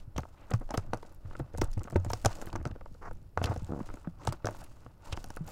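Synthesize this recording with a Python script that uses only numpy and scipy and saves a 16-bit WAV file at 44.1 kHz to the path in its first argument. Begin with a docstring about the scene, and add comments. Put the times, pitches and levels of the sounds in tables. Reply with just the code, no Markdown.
"""A lump of slime full of foam beads is kneaded and slapped about in a thin plastic tub, close to the microphone.
It opens with a soft floor thump and quick clusters of bursting air pockets (torn film noise, a ringing pocket) and
wall knocks (rough contact on modes). They thicken to the hardest hit at 2.26 s, with grainy crackle in between.
After a lull with a hissing slide, a slap at 3.37 s starts them again; at 3.7 s a finger judders in eight slips.
Sharp pops follow from 4.25 s, then a short rest, and a last flurry from 5.1 s ends in dense crackle."""
import sys
import numpy as np
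from scipy import signal
from scipy.fft import rfft, irfft
from scipy.io import wavfile
from scipy.ndimage import uniform_filter1d

SR = 44100
rng = np.random.default_rng(int(sys.argv[2]) if len(sys.argv) > 2 else 0)


def materialize(psi):
    """Save the field psi as 16-bit PCM at rate SR to the path in sys.argv[1].

    A 1-D psi becomes a single channel; in a 2-D psi each row is a channel.
    """
    bounded = np.clip(np.atleast_2d(psi).T, -1, 1)
    quanta = np.round(bounded * 32767).astype(np.int16)
    wavfile.write(sys.argv[1], SR, quanta)


N = 242991

# air pockets bursting: t/s, peak level/dB, pocket f/Hz, nominal tear length/s, film hiss level re pocket/dB
POPS = [(0.163, -40, 3300, 0.0062, -10), (0.1783, -32.5, 3060, 0.0026, -4),
        (0.181, -27.5, 6200, 0.00081, 1), (0.205, -47, 4470, 0.0015, -23), (0.505, -41, 7800, 0.0043, -6),
        (0.517, -35, 2700, 0.0016, -16), (0.537, -30.5, 5100, 0.0018, 0.5), (0.598, -53, 8500, 0.0022, -14),
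        (0.69, -53, 4130, 0.0026, -13), (0.7072, -28.5, 5340, 0.0011, -4.5), (0.738, -36, 3180, 0.013, 1.5),
        (0.7744, -24, 6000, 0.003, -2), (0.935, -33.5, 5800, 0.0009, -17), (0.944, -45, 4520, 0.0021, -20),
        (0.973, -43, 5630, 0.00099, -12), (1.0255, -50.5, 4400, 0.0054, -26),
        (1.0939, -55, 5720, 0.002, -20), (1.1239, -56, 12600, 0.002, -4), (1.147, -52, 12300, 0.002, -2),
        (1.367, -42.5, 4520, 0.00064, -10), (1.391, -49, 7500, 0.0055, -22),
        (1.3984, -48.5, 3620, 0.003, -13), (1.535, -53, 5470, 0.0034, -7),
        (1.5748, -36.5, 6400, 0.0025, -10), (1.581, -37.5, 7460, 0.0042, -22),
        (1.6138, -24, 5500, 0.0055, 0.5), (1.6393, -40, 7850, 0.0018, -14), (1.644, -36, 7500, 0.0016, -6),
        (1.715, -46, 6670, 0.002, -18), (1.73, -43.5, 4830, 0.0028, -18), (1.7353, -44, 5720, 0.0036, -23),
        (1.777, -51, 8600, 0.0058, -1), (1.793, -46.5, 5470, 0.0028, -10), (1.8338, -39, 7740, 0.00053, -1),
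        (1.8403, -40.5, 6130, 0.002, 0), (1.9, -44.5, 7700, 0.0014, -16), (1.908, -45.5, 6080, 0.0016, -10),
        (1.921, -46, 8100, 0.0012, -2), (1.945, -46, 6040, 0.00084, -23), (1.96, -36, 3700, 0.0031, -29),
        (1.9645, -44, 6000, 0.0028, -13), (1.9985, -52.5, 6550, 0.0047, 1),
        (2.0476, -34.5, 7300, 0.00081, 1), (2.1007, -34, 6260, 0.0009, -27),
        (2.103, -38, 5630, 0.0035, -29), (2.1155, -39, 12300, 0.0029, -1),
        (2.133, -21.5, 5600, 0.0022, 0.5), (2.248, -24, 5200, 0.0029, -16), (2.258, -15, 6300, 0.0032, -3),
        (2.303, -47, 5140, 0.0022, -1), (2.3524, -40.5, 7200, 0.0036, -2), (2.385, -50, 5140, 0.0024, -17),
        (2.4154, -35.5, 6900, 0.0012, -7), (2.4196, -42.5, 7200, 0.0029, -8),
        (2.433, -52, 12000, 0.0017, -4), (2.458, -38.5, 11600, 0.00067, -18),
        (2.467, -42.5, 3100, 0.0037, 2), (2.4866, -48, 5290, 0.0023, 7), (2.5, -47.5, 2780, 0.0043, -10),
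        (2.529, -38.5, 4570, 0.0016, -19), (2.5533, -45, 6270, 0.0014, 1), (2.558, -37, 5800, 0.0027, 0.5),
        (2.628, -52, 6330, 0.00092, -14), (2.6534, -35.5, 4600, 0.00025, -2),
        (2.673, -41.5, 6100, 0.0018, -1), (2.7106, -47.5, 2680, 0.0039, -10), (2.75, -62, 5000, 0.002, -20),
        (2.809, -59, 5200, 0.0017, -20), (2.857, -57, 5000, 0.0018, -20), (2.925, -58, 6500, 0.002, -20),
        (2.942, -56.5, 4700, 0.0032, -20), (3.111, -58, 5000, 0.0017, -20),
        (3.131, -49.5, 11900, 0.0009, 4), (3.151, -60, 6000, 0.0019, -16), (3.171, -60, 5500, 0.002, -20),
        (3.375, -36, 5340, 0.0014, -2), (3.425, -43.5, 6140, 0.021, -7), (3.4396, -22, 3050, 0.0057, -29),
        (3.456, -30, 4280, 0.0051, -9), (3.521, -50, 5480, 0.0038, -12), (3.562, -43.5, 5600, 0.0012, -8),
        (3.575, -48, 6340, 0.004, -9), (3.63, -52, 7820, 0.0013, -4), (3.646, -43, 8000, 0.00073, -4),
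        (3.667, -50, 5820, 0.00099, -18), (3.705, -60, 12600, 0.0021, 1), (3.801, -61, 12800, 0.0035, 6),
        (3.8815, -90, 7320, 0.0021, -15.5), (3.8976, -55, 4600, 0.0021, -18), (3.94, -46, 6660, 0.0016, -9),
        (3.954, -54, 7040, 0.0071, -23), (4.251, -37.5, 7900, 0.0012, -1), (4.2721, -22, 5800, 0.0016, -2),
        (4.279, -35, 7740, 0.0017, 0), (4.29, -39.5, 3330, 0.0029, -10), (4.3241, -35, 8600, 0.002, -17),
        (4.3282, -38, 4940, 0.0016, -24), (4.4443, -47, 2760, 0.005, -18), (4.4564, -28, 5400, 0.00079, -1),
        (4.4698, -23.5, 5900, 0.00048, 1), (4.484, -63, 3170, 0.0019, -18), (4.5083, -46, 6800, 0.0022, -9),
        (4.55, -53, 12300, 0.0027, -3), (4.572, -52, 12000, 0.0033, 7), (4.586, -49, 6220, 0.0031, 14),
        (4.607, -52, 8870, 0.0024, -11), (4.639, -46, 10400, 0.003, -11), (4.643, -49, 9900, 0.0047, -13),
        (5.12, -41, 4610, 0.0014, -1), (5.124, -30.5, 2780, 0.0096, -8), (5.167, -42, 5760, 0.0035, 0),
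        (5.173, -36.5, 2970, 0.00097, -10), (5.229, -52, 6500, 0.0015, -18),
        (5.242, -34, 5940, 0.0011, -19), (5.261, -47, 8700, 0.0011, -12), (5.286, -51, 10000, 0.002, -14),
        (5.303, -39, 5960, 0.0027, -22), (5.34, -53, 4330, 0.0022, -17), (5.352, -48, 7160, 0.00092, -21),
        (5.3632, -36.5, 10100, 0.0016, -24), (5.371, -46.5, 4680, 0.0023, -17),
        (5.4657, -45, 14800, 0.0028, -5), (5.478, -42, 7200, 0.0023, 2), (5.489, -44, 11700, 0.0023, -8),
        (5.5, -51, 13800, 0.0044, -10)]
# beads and fingers knock the walls: t/s, peak level/dB, struck region f/Hz, nominal contact length/s
KNOCKS = [(0.1619, -29.5, 640, 0.0025), (0.181, -23, 1000, 0.0076), (0.19, -31, 575, 0.01),
          (0.233, -37, 1280, 0.0039), (0.253, -36, 716, 0.0034), (0.499, -39, 1390, 0.016),
          (0.5124, -24.5, 560, 0.0094), (0.535, -23, 1240, 0.011), (0.609, -33.5, 560, 0.023),
          (0.691, -36, 872, 0.0023), (0.7024, -29, 885, 0.024), (0.7395, -20, 780, 0.015),
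          (0.778, -17.5, 420, 0.0019), (0.9332, -16.5, 655, 0.0039), (0.944, -23.5, 615, 0.0038),
          (0.969, -41.5, 571, 0.02), (1.029, -35, 523, 0.0054), (1.048, -41, 600, 0.0077),
          (1.256, -48, 312, 0.0074), (1.311, -37.5, 390, 0.0024), (1.333, -41, 514, 0.0028),
          (1.351, -35, 1340, 0.0071), (1.3945, -25, 323, 0.016), (1.541, -31.5, 450, 0.0017),
          (1.548, -31.5, 516, 0.0058), (1.581, -29.5, 610, 0.0095), (1.6165, -13.5, 383, 0.004),
          (1.633, -34, 388, 0.013), (1.774, -29.5, 310, 0.011), (1.8058, -42, 1220, 0.017),
          (1.817, -37, 342, 0.0026), (1.85, -37, 350, 0.0099), (1.8736, -34, 880, 0.0058),
          (1.8803, -33, 1160, 0.0062), (1.903, -41, 1280, 0.005), (1.925, -29, 416, 0.015),
          (1.947, -46, 301, 0.017), (1.9576, -15.0, 364, 0.0088), (2.048, -30.5, 586, 0.0053),
          (2.0626, -33, 328, 0.0076), (2.102, -23.5, 900, 0.012), (2.133, -20.5, 726, 0.0053),
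          (2.2468, -16, 960, 0.0089), (2.256, -13, 705, 0.012), (2.317, -42, 1630, 0.01),
          (2.386, -38, 513, 0.0031), (2.4133, -36, 1420, 0.0081), (2.4228, -29.5, 604, 0.0078),
          (2.452, -37.5, 587, 0.0054), (2.4716, -32.5, 398, 0.006), (2.494, -39, 657, 0.0051),
          (2.528, -32.5, 1010, 0.0088), (2.5345, -34.5, 302, 0.01), (2.5538, -22, 600, 0.0049),
          (2.559, -25.5, 344, 0.0062), (2.585, -37.5, 301, 0.013), (2.6014, -39, 334, 0.0054),
          (2.6124, -35, 332, 0.0047), (2.654, -23, 524, 0.002), (2.66, -28.5, 315, 0.012),
          (2.6728, -32, 322, 0.011), (2.714, -39.5, 870, 0.0026), (2.7527, -41.5, 861, 0.005),
          (2.7604, -37, 577, 0.0029), (2.81, -37, 535, 0.0063), (2.8588, -35.5, 550, 0.0069),
          (2.948, -43.5, 546, 0.0057), (3.11, -37, 490, 0.0077), (3.3743, -15, 597, 0.0042),
          (3.4153, -19.5, 700, 0.0032), (3.426, -36, 1550, 0.013), (3.4406, -22, 740, 0.0037),
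          (3.4444, -32, 530, 0.025), (3.465, -29.5, 950, 0.038), (3.4793, -29, 800, 0.0063),
          (3.4874, -29, 614, 0.011), (3.51, -27.5, 890, 0.0089), (3.5183, -23.5, 460, 0.0035),
          (3.5262, -29, 355, 0.0038), (3.561, -29.5, 570, 0.0063), (3.8015, -32, 305, 0.014),
          (3.89, -36, 334, 0.0011), (3.901, -35, 1070, 0.0043), (3.9394, -35.5, 288, 0.0082),
          (3.97, -42.5, 614, 0.0074), (4.043, -43, 1010, 0.026), (4.0721, -30, 324, 0.0055),
          (4.247, -38, 711, 0.025), (4.2742, -15.5, 950, 0.0037), (4.324, -28, 581, 0.0031),
          (4.334, -38, 350, 0.0057), (4.4458, -22.5, 610, 0.0054), (4.4563, -24, 605, 0.0055),
          (4.469, -22.5, 1420, 0.0072), (4.4875, -19.5, 600, 0.001), (4.509, -36.5, 764, 0.0047),
          (4.624, -44.5, 685, 0.0073), (4.863, -34.5, 473, 0.0033), (5.07, -40, 1070, 0.013),
          (5.123, -31.5, 1080, 0.018), (5.1426, -35, 514, 0.0022), (5.1745, -26.5, 372, 0.002),
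          (5.242, -35, 735, 0.0058), (5.3036, -32, 920, 0.0043), (5.3682, -30, 1390, 0.009),
          (5.4082, -41, 325, 0.0042), (5.476, -38, 760, 0.017)]
# floor thumps, tuned by the slime lying on it: t/s, peak level/dB, f/Hz, nominal t60/s
THUMPS = [(0.076, -36.5, 97, 0.07), (0.162, -30, 72.6, 0.27), (0.184, -30, 123, 0.08),
          (0.52, -35, 193, 0.18), (0.537, -17.5, 112.0, 0.12), (0.778, -22, 97.5, 0.08),
          (0.931, -32.5, 113, 0.12), (1.25, -34.5, 93, 0.12), (1.405, -28.5, 129, 0.12),
          (1.544, -35, 76, 0.4), (1.588, -29.5, 96.6, 0.4), (1.614, -26, 116.5, 0.12),
          (1.642, -24, 85, 0.05), (1.77, -23.5, 97, 0.18), (1.805, -33, 93, 0.12),
          (1.933, -34.5, 146, 0.27), (1.957, -18.5, 91.4, 0.27), (2.061, -29.5, 100.3, 0.4),
          (2.094, -30, 67, 0.18), (2.133, -34.5, 112, 0.12), (2.241, -35, 164, 0.18),
          (2.258, -17, 103.3, 0.08), (2.469, -37, 82, 0.18), (2.534, -30, 98.3, 0.18),
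          (2.6, -32.5, 75.5, 0.4), (2.66, -28, 127, 0.05), (3.372, -29.5, 86.8, 0.4),
          (3.41, -33.5, 113.9, 0.4), (3.442, -25, 93.8, 0.27), (3.457, -27, 86, 0.4),
          (3.496, -27, 115.6, 0.12), (3.574, -29, 80.5, 0.08), (3.692, -35.5, 92, 0.18),
          (3.81, -30.5, 189, 0.05), (4.073, -28, 168.6, 0.08), (4.275, -26.5, 92.8, 0.18),
          (4.286, -25.5, 128, 0.08), (4.445, -31, 106.3, 0.27), (4.862, -40, 120, 0.071),
          (5.128, -26.5, 77, 0.08), (5.407, -29, 159.5, 0.12)]
# steady kneading between bursts: t/s, crackle level/dB, wall rubbing level/dB, floor load level/dB, table sway level/dB
KNEADING = [(0.0, -66, -63, -64, -32), (0.06, -86, -73.5, -63, -46), (0.3, -76.5, -70, -66, -57),
            (0.47, -71.5, -60, -67, -51), (0.66, -75, -67, -67, -42), (0.9, -75.5, -66, -48.5, -41.5),
            (1.04, -69, -65, -61, -52), (1.2, -79.5, -71, -67, -45), (1.32, -67, -60.5, -46, -41.5),
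            (1.47, -79.5, -66, -58, -68), (1.63, -66.5, -68, -58, -29), (1.78, -75, -70, -64, -35.5),
            (1.9, -75.5, -65, -49, -65), (2.12, -64.5, -64, -48, -36.5), (2.22, -70.5, -65, -50, -43.5),
            (2.3, -58, -52, -64, -45), (2.5, -69, -61.5, -45, -41), (2.72, -81, -75, -43, -44),
            (2.98, -76.5, -75, -49.5, -49.5), (3.13, -75, -69, -43.5, -44), (3.341, -86, -86.5, -60, -59),
            (3.45, -59.5, -49.5, -54, -49), (3.62, -67.5, -62, -49.5, -63), (3.94, -68, -61.5, -48.5, -42),
            (4.14, -79, -72, -67, -65), (4.24, -63.5, -57.5, -46, -52), (4.41, -77, -69.5, -68, -58),
            (4.54, -64, -58, -56, -46.5), (4.64, -63.5, -57.5, -57, -48), (4.7, -70, -67, -60, -49),
            (4.85, -73, -66.5, -57, -54), (4.979, -83, -73.5, -65, -68), (5.069, -62, -57, -64, -42.5),
            (5.2, -65.5, -62.5, -47.5, -44.5), (5.36, -68, -63, -59, -43), (5.43, -72.5, -63, -49, -43),
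            (5.51, -56, -54.5, -46.5, -37)]
# modes of the tub walls, low to high: f/Hz, relative level/dB, t60/s
WALLS = [(201, -6, 0.033), (262.6, -3, 0.061), (333.2, -1, 0.043), (488.4, -5.5, 0.05), (585, -0.5, 0.028),
         (725, 2.5, 0.019), (886, 3.5, 0.019), (1125, 4, 0.012), (1272, -0.5, 0.023), (1453, -0.5, 0.017),
         (1770, 1.5, 0.0032), (2045, -17.5, 0.042), (2597, -20, 0.045)]
# modes of the tub floor: f/Hz, relative level/dB, t60/s
FLOOR = [(54, -4.5, 0.066), (80, -2, 0.077), (91, 1, 0.076), (123, -0.5, 0.044), (151, -1, 0.03)]
# colour laid over the crackle: f/Hz, relative gain/dB
CRACKLE_COLOUR = [(1060, -26), (1800, -2.5), (2390, -3), (2900, -1), (3140, -5), (4790, -3), (5590, -4),
                  (7290, -3.5), (12100, -15), (16000, -14.5)]
# colour of the room noise: f/Hz, relative gain/dB
ROOM_COLOUR = [(24, -31.5), (40, -7), (101, -5.5), (209, -22), (305, -22.5), (2380, -47.5), (3380, -52),
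               (5580, -49.5), (6020, -57.5), (11600, -50.5), (16000, -53.5)]
# a finger slides over the wet plastic: start t/s, end t/s, hiss level/dB, upper cutoff f/Hz, airy band re hiss/dB
SLIDES = [(0.356, 0.474, -67.5, 2920, -32), (2.271, 2.336, -60, 1500, -19),
          (3.009, 3.099, -45.5, 1470, -25.5), (3.454, 3.533, -50, 1490, -16), (3.668, 3.817, -52, 900, -36),
          (4.189, 4.27, -54.5, 1160, -19)]

# the slime works on around each event: level re its peak/dB, build-up/s over 60 dB, dying/s over 60 dB
AFTER_POP, AFTER_KNOCK, AFTER_SLAP = (-32, 0.02, 0.19), (-30.5, 0.012, 0.22), (-32, 0.013, 0.25)
AFTER_THUMP, AFTER_PUSH = (-27.5, 0.03, 0.31), (-17.5, 0.08, 0.47)
SQUELCH_DB = -1   # soft slaps relative to the bead rubbing
# lead of the small pockets, dB per octave: its mean, its wander (rms), its rise per dB of crackle over rubbing
TILT_DB, TILT_SWING_DB, TILT_PER_DB = 2.5, 2.5, 0.4
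# a finger sticks and slips over the tub floor
JUDDER_S, JUDDER_PER_S, JUDDER_PULSE_S = 3.694, 72, 0.0011
JUDDER_DB, JUDDER_SWELL_DB = -30, 7.5   # base peak of a slip, extra at the height of the run
ROOM_DB, CUTOFF_HZ = -57, 16500


def from_db(db):
    """Turns decibels into an amplitude factor."""
    return 10 ** (np.asarray(db) / 20)


def rms_one(x):
    """Scales a signal to rms 1."""
    return x / np.sqrt(np.mean(x ** 2) + 1e-20)


def band(x, order, edges_hz, kind="band"):
    """Butterworth filter: keeps one region of the spectrum."""
    return signal.sosfilt(signal.butter(order, edges_hz, kind, fs=SR, output="sos"), x)


def smooth_wander(size):
    """Slow random wander of rms 1: noise averaged twice over size samples."""
    once = uniform_filter1d(rng.standard_normal(N), size=size)
    return rms_one(uniform_filter1d(once, size=size))


def ring(clicks, hz, t60):
    """A damped resonance: a unit click sets a sine of starting height 1 ringing."""
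    r, w = from_db(-60 / (t60 * SR)), 2 * np.pi * hz / SR
    return signal.lfilter([0, np.sin(w)], [1, -2 * r * np.cos(w), r * r], clicks + 1e-18)


def add(out, s, sound, peak_db):
    """Lays a sound of the given peak into out at time s."""
    at = max(round(s * SR), 0)
    scaled = from_db(peak_db) * sound / np.abs(sound).max()
    out[at:at + len(sound)] += scaled[:N - at]


def colour(x, spectrum):
    """Shapes x by gains at given frequencies, joined along a log-frequency axis; rms 1."""
    hz, db = np.transpose(spectrum)
    bins = np.maximum(np.arange(N // 2 + 1) * SR / N, 1)
    gain_db = np.interp(np.log(bins), np.log(hz), db)
    return rms_one(irfft(rfft(x) * from_db(gain_db), N))


def grains(per_s, spread_db, clump_db):
    """Random clicks of either sign and uneven size, whose sizes swell in clumps of some 10 ms."""
    clumps = smooth_wander(300)
    sizes = from_db(spread_db * np.minimum(rng.exponential(1, N), 4) + clump_db * clumps)
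    signs = rng.choice([-1, 1], N)
    return sizes * signs * (rng.random(N) < per_s / SR)


def pops():
    """A torn film gives a burst of noise; the pocket behind it rings a few cycles, the film hisses on top."""
    out, t = np.zeros(N), np.arange(1800) / SR
    for s, db, hz, length, film_db in POPS:
        tear = t / np.clip(0.33 * length, 0.0001, 0.006)
        tail = from_db(-22.5 - 60 * t / 0.086)   # faint noise that outlasts the tear
        burst = rng.standard_normal(len(t)) * (tear * np.exp(1 - tear) + tail)
        pocket = rms_one(ring(burst - np.roll(burst, 1), hz, 15.0 / hz))
        rim = rms_one(band(burst, 2, [hz / 5.6, min(1.78 * hz, 18000)]))   # the open rim, broader
        film = rms_one(band(burst, 2, 9000, "high"))
        add(out, s, pocket + 1.03 * rim + from_db(film_db) * film, db)
    return out


def knocks():
    """A short rough contact drives the wall modes, most those near the struck region; squeezed-out air plops."""
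    out, t = np.zeros(N), np.arange(3600) / SR
    hz, level_db, t60 = np.transpose(WALLS)
    for s, db, centre_hz, length in KNOCKS:
        decay_s = np.clip(0.4 * length, 0.0002, 0.012)
        grip = np.minimum(t / (0.2 * length), 1) * np.exp(-t / decay_s)
        rough = rng.standard_normal(len(t)) * grip
        force = signal.lfilter([1], [1, -1.4, 0.5], rough)   # soft skin: little force in the treble
        near_db = level_db - 5.66 * np.abs(np.log2(hz / centre_hz))
        near_db = near_db + 3.5 * rng.standard_normal(len(hz))   # every blow shares out differently
        walls = sum(from_db(g) * ring(force, f, d) for f, g, d in zip(hz, near_db, t60))
        plop = rms_one(ring(force, centre_hz, 14.0 / centre_hz))
        add(out, s, rms_one(walls) + 0.49 * plop, db)
    return out


def thumps():
    """The floor is pushed down over a few ms and swings out as one damped tone."""
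    out, t = np.zeros(N), np.arange(14000) / SR
    for s, db, hz, t60 in THUMPS:
        decay = from_db(-60 * t / np.clip(t60, 0.03, 0.35))
        swing = np.sin(2 * np.pi * hz * t) * decay
        add(out, s, -swing * np.minimum(t / 0.0031, 1), db)
    return out


def kneading():
    """Skin and beads peel off the slime all the time: crackle in air, rubbing in walls, load on floor and table."""
    s, *columns = np.transpose(KNEADING)
    t = np.arange(N) / SR
    crackle_db, rubbing_db, loading_db, sway_db = (np.interp(t, s, c) for c in columns)
    tilt_db = TILT_DB + TILT_SWING_DB * smooth_wander(3000) + TILT_PER_DB * (crackle_db - rubbing_db)
    crackle = colour(crackling(tilt_db), CRACKLE_COLOUR)
    beads = body(grains(2500, 3.5, 2.5), WALLS[4:])   # hard beads reach the high modes
    slaps = body(grains(500, 4.0, 3.0), WALLS[:5])    # soft slaps reach the low ones
    load = body(grains(200, 5.2, 3.4), FLOOR)
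    sway = rms_one(band(rng.standard_normal(N), 2, [6, 22]))
    return (stirred(crackle_db, POPS, AFTER_POP) * crackle
            + stirred(rubbing_db, KNOCKS, AFTER_KNOCK) * beads
            + stirred(rubbing_db + SQUELCH_DB, KNOCKS, AFTER_SLAP) * slaps
            + stirred(loading_db, THUMPS, AFTER_THUMP) * load
            + stirred(sway_db, THUMPS, AFTER_PUSH) * sway)


def crackling(tilt_db):
    """Small clicks from pockets of ten sizes, each clumping on its own; tilt in dB per octave favours small ones."""
    out, together = np.zeros(N), np.abs(grains(60000, 0, 2.0))   # sizes also swell together
    for hz in np.geomspace(1900, 14500, 10):
        clicks = grains(580, 1.2, 5.3) * together
        pockets = rms_one(ring(clicks, hz, 2.3 / hz))
        out += from_db(tilt_db * np.log2(hz / 5000)) * pockets * np.sqrt(hz)
    return out


def body(force, modes):
    """Steady small forces ring a set of modes of alternating sign; rms 1."""
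    return rms_one(sum(from_db(db) * ring(force, hz, t60) * (-1) ** k
                       for k, (hz, db, t60) in enumerate(modes)))


def stirred(steady_db, events, rule):
    """Amplitude of a steady level plus, in power, a swell that builds up to each event and dies after it."""
    under_db, build, dying = rule
    t = np.arange(0, N, 64) / SR
    event_s, peak_db = (np.array([row[i] for row in events]) for i in (0, 1))
    late = t[:, None] - event_s
    fall_db = np.where(late < 0, 60 * late / build, -60 * late / dying)
    power = from_db(2 * (fall_db + under_db + peak_db)).sum(axis=1)
    return np.sqrt(from_db(2 * steady_db) + np.interp(np.arange(N) / SR, t, power))


def judder(count=8):
    """Each slip is a sharp dip and a slower rebound that sets the walls going; the run swells early, then tires."""
    out, t = np.zeros(N), np.arange(3000) / SR
    push = np.exp(-np.abs(t - 0.003) / JUDDER_PULSE_S)
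    dip = -signal.lfilter([1], [1, -1.5, 0.56], push)
    rebound = -0.9 * rms_one(ring(dip, 195, 0.009))
    pulse = rms_one(rebound + rms_one(dip))
    jerk = np.diff(dip, prepend=0)
    for k, (late, uneven, *shares) in enumerate(rng.standard_normal((count, 10))):
        walls = sum(from_db(g + 4.6 * share) * ring(jerk, hz, t60)
                    for (hz, g, t60), share in zip(WALLS[2:10], shares))
        s = JUDDER_S - 0.003 + k / JUDDER_PER_S + 0.00099 * late   # the dip lies 3 ms into the pulse
        swell_db = JUDDER_SWELL_DB * np.exp(-((k - 2.6) / 1.03) ** 2)
        add(out, s, pulse + 0.91 * rms_one(walls), JUDDER_DB + swell_db + 1.9 * uneven)
    return out


def slides():
    """Friction: a fine-grained hiss that swells and fades, with a faint airy band over it."""
    out = np.zeros(N)
    for start, end, db, top_hz, airy_db in SLIDES:
        at, size = round(start * SR), round((end - start) * SR)
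        noise = grains(9000, 3.0, 1.6)[:size]
        hiss = rms_one(band(noise, 4, [300, top_hz]))
        airy = rms_one(band(noise, 2, [4500, 7000]))
        friction = hiss + from_db(airy_db) * airy
        out[at:at + size] += from_db(db) * friction * signal.windows.tukey(size, 0.45)
    return out


def room():
    """Steady background: random noise, strongest in the bass."""
    return from_db(ROOM_DB) * colour(rng.standard_normal(N), ROOM_COLOUR)


def scene():
    """Sums the slime, the tub, the fingers and the room into one channel."""
    return (pops() + knocks() + thumps() + kneading() + judder() + slides() + room())[None]


def record(dry):
    """A steep low-pass cuts the top of the treble."""
    return signal.sosfilt(signal.cheby2(12, 50, CUTOFF_HZ, fs=SR, output="sos"), dry)


dry = scene()
out = record(dry)
materialize(out)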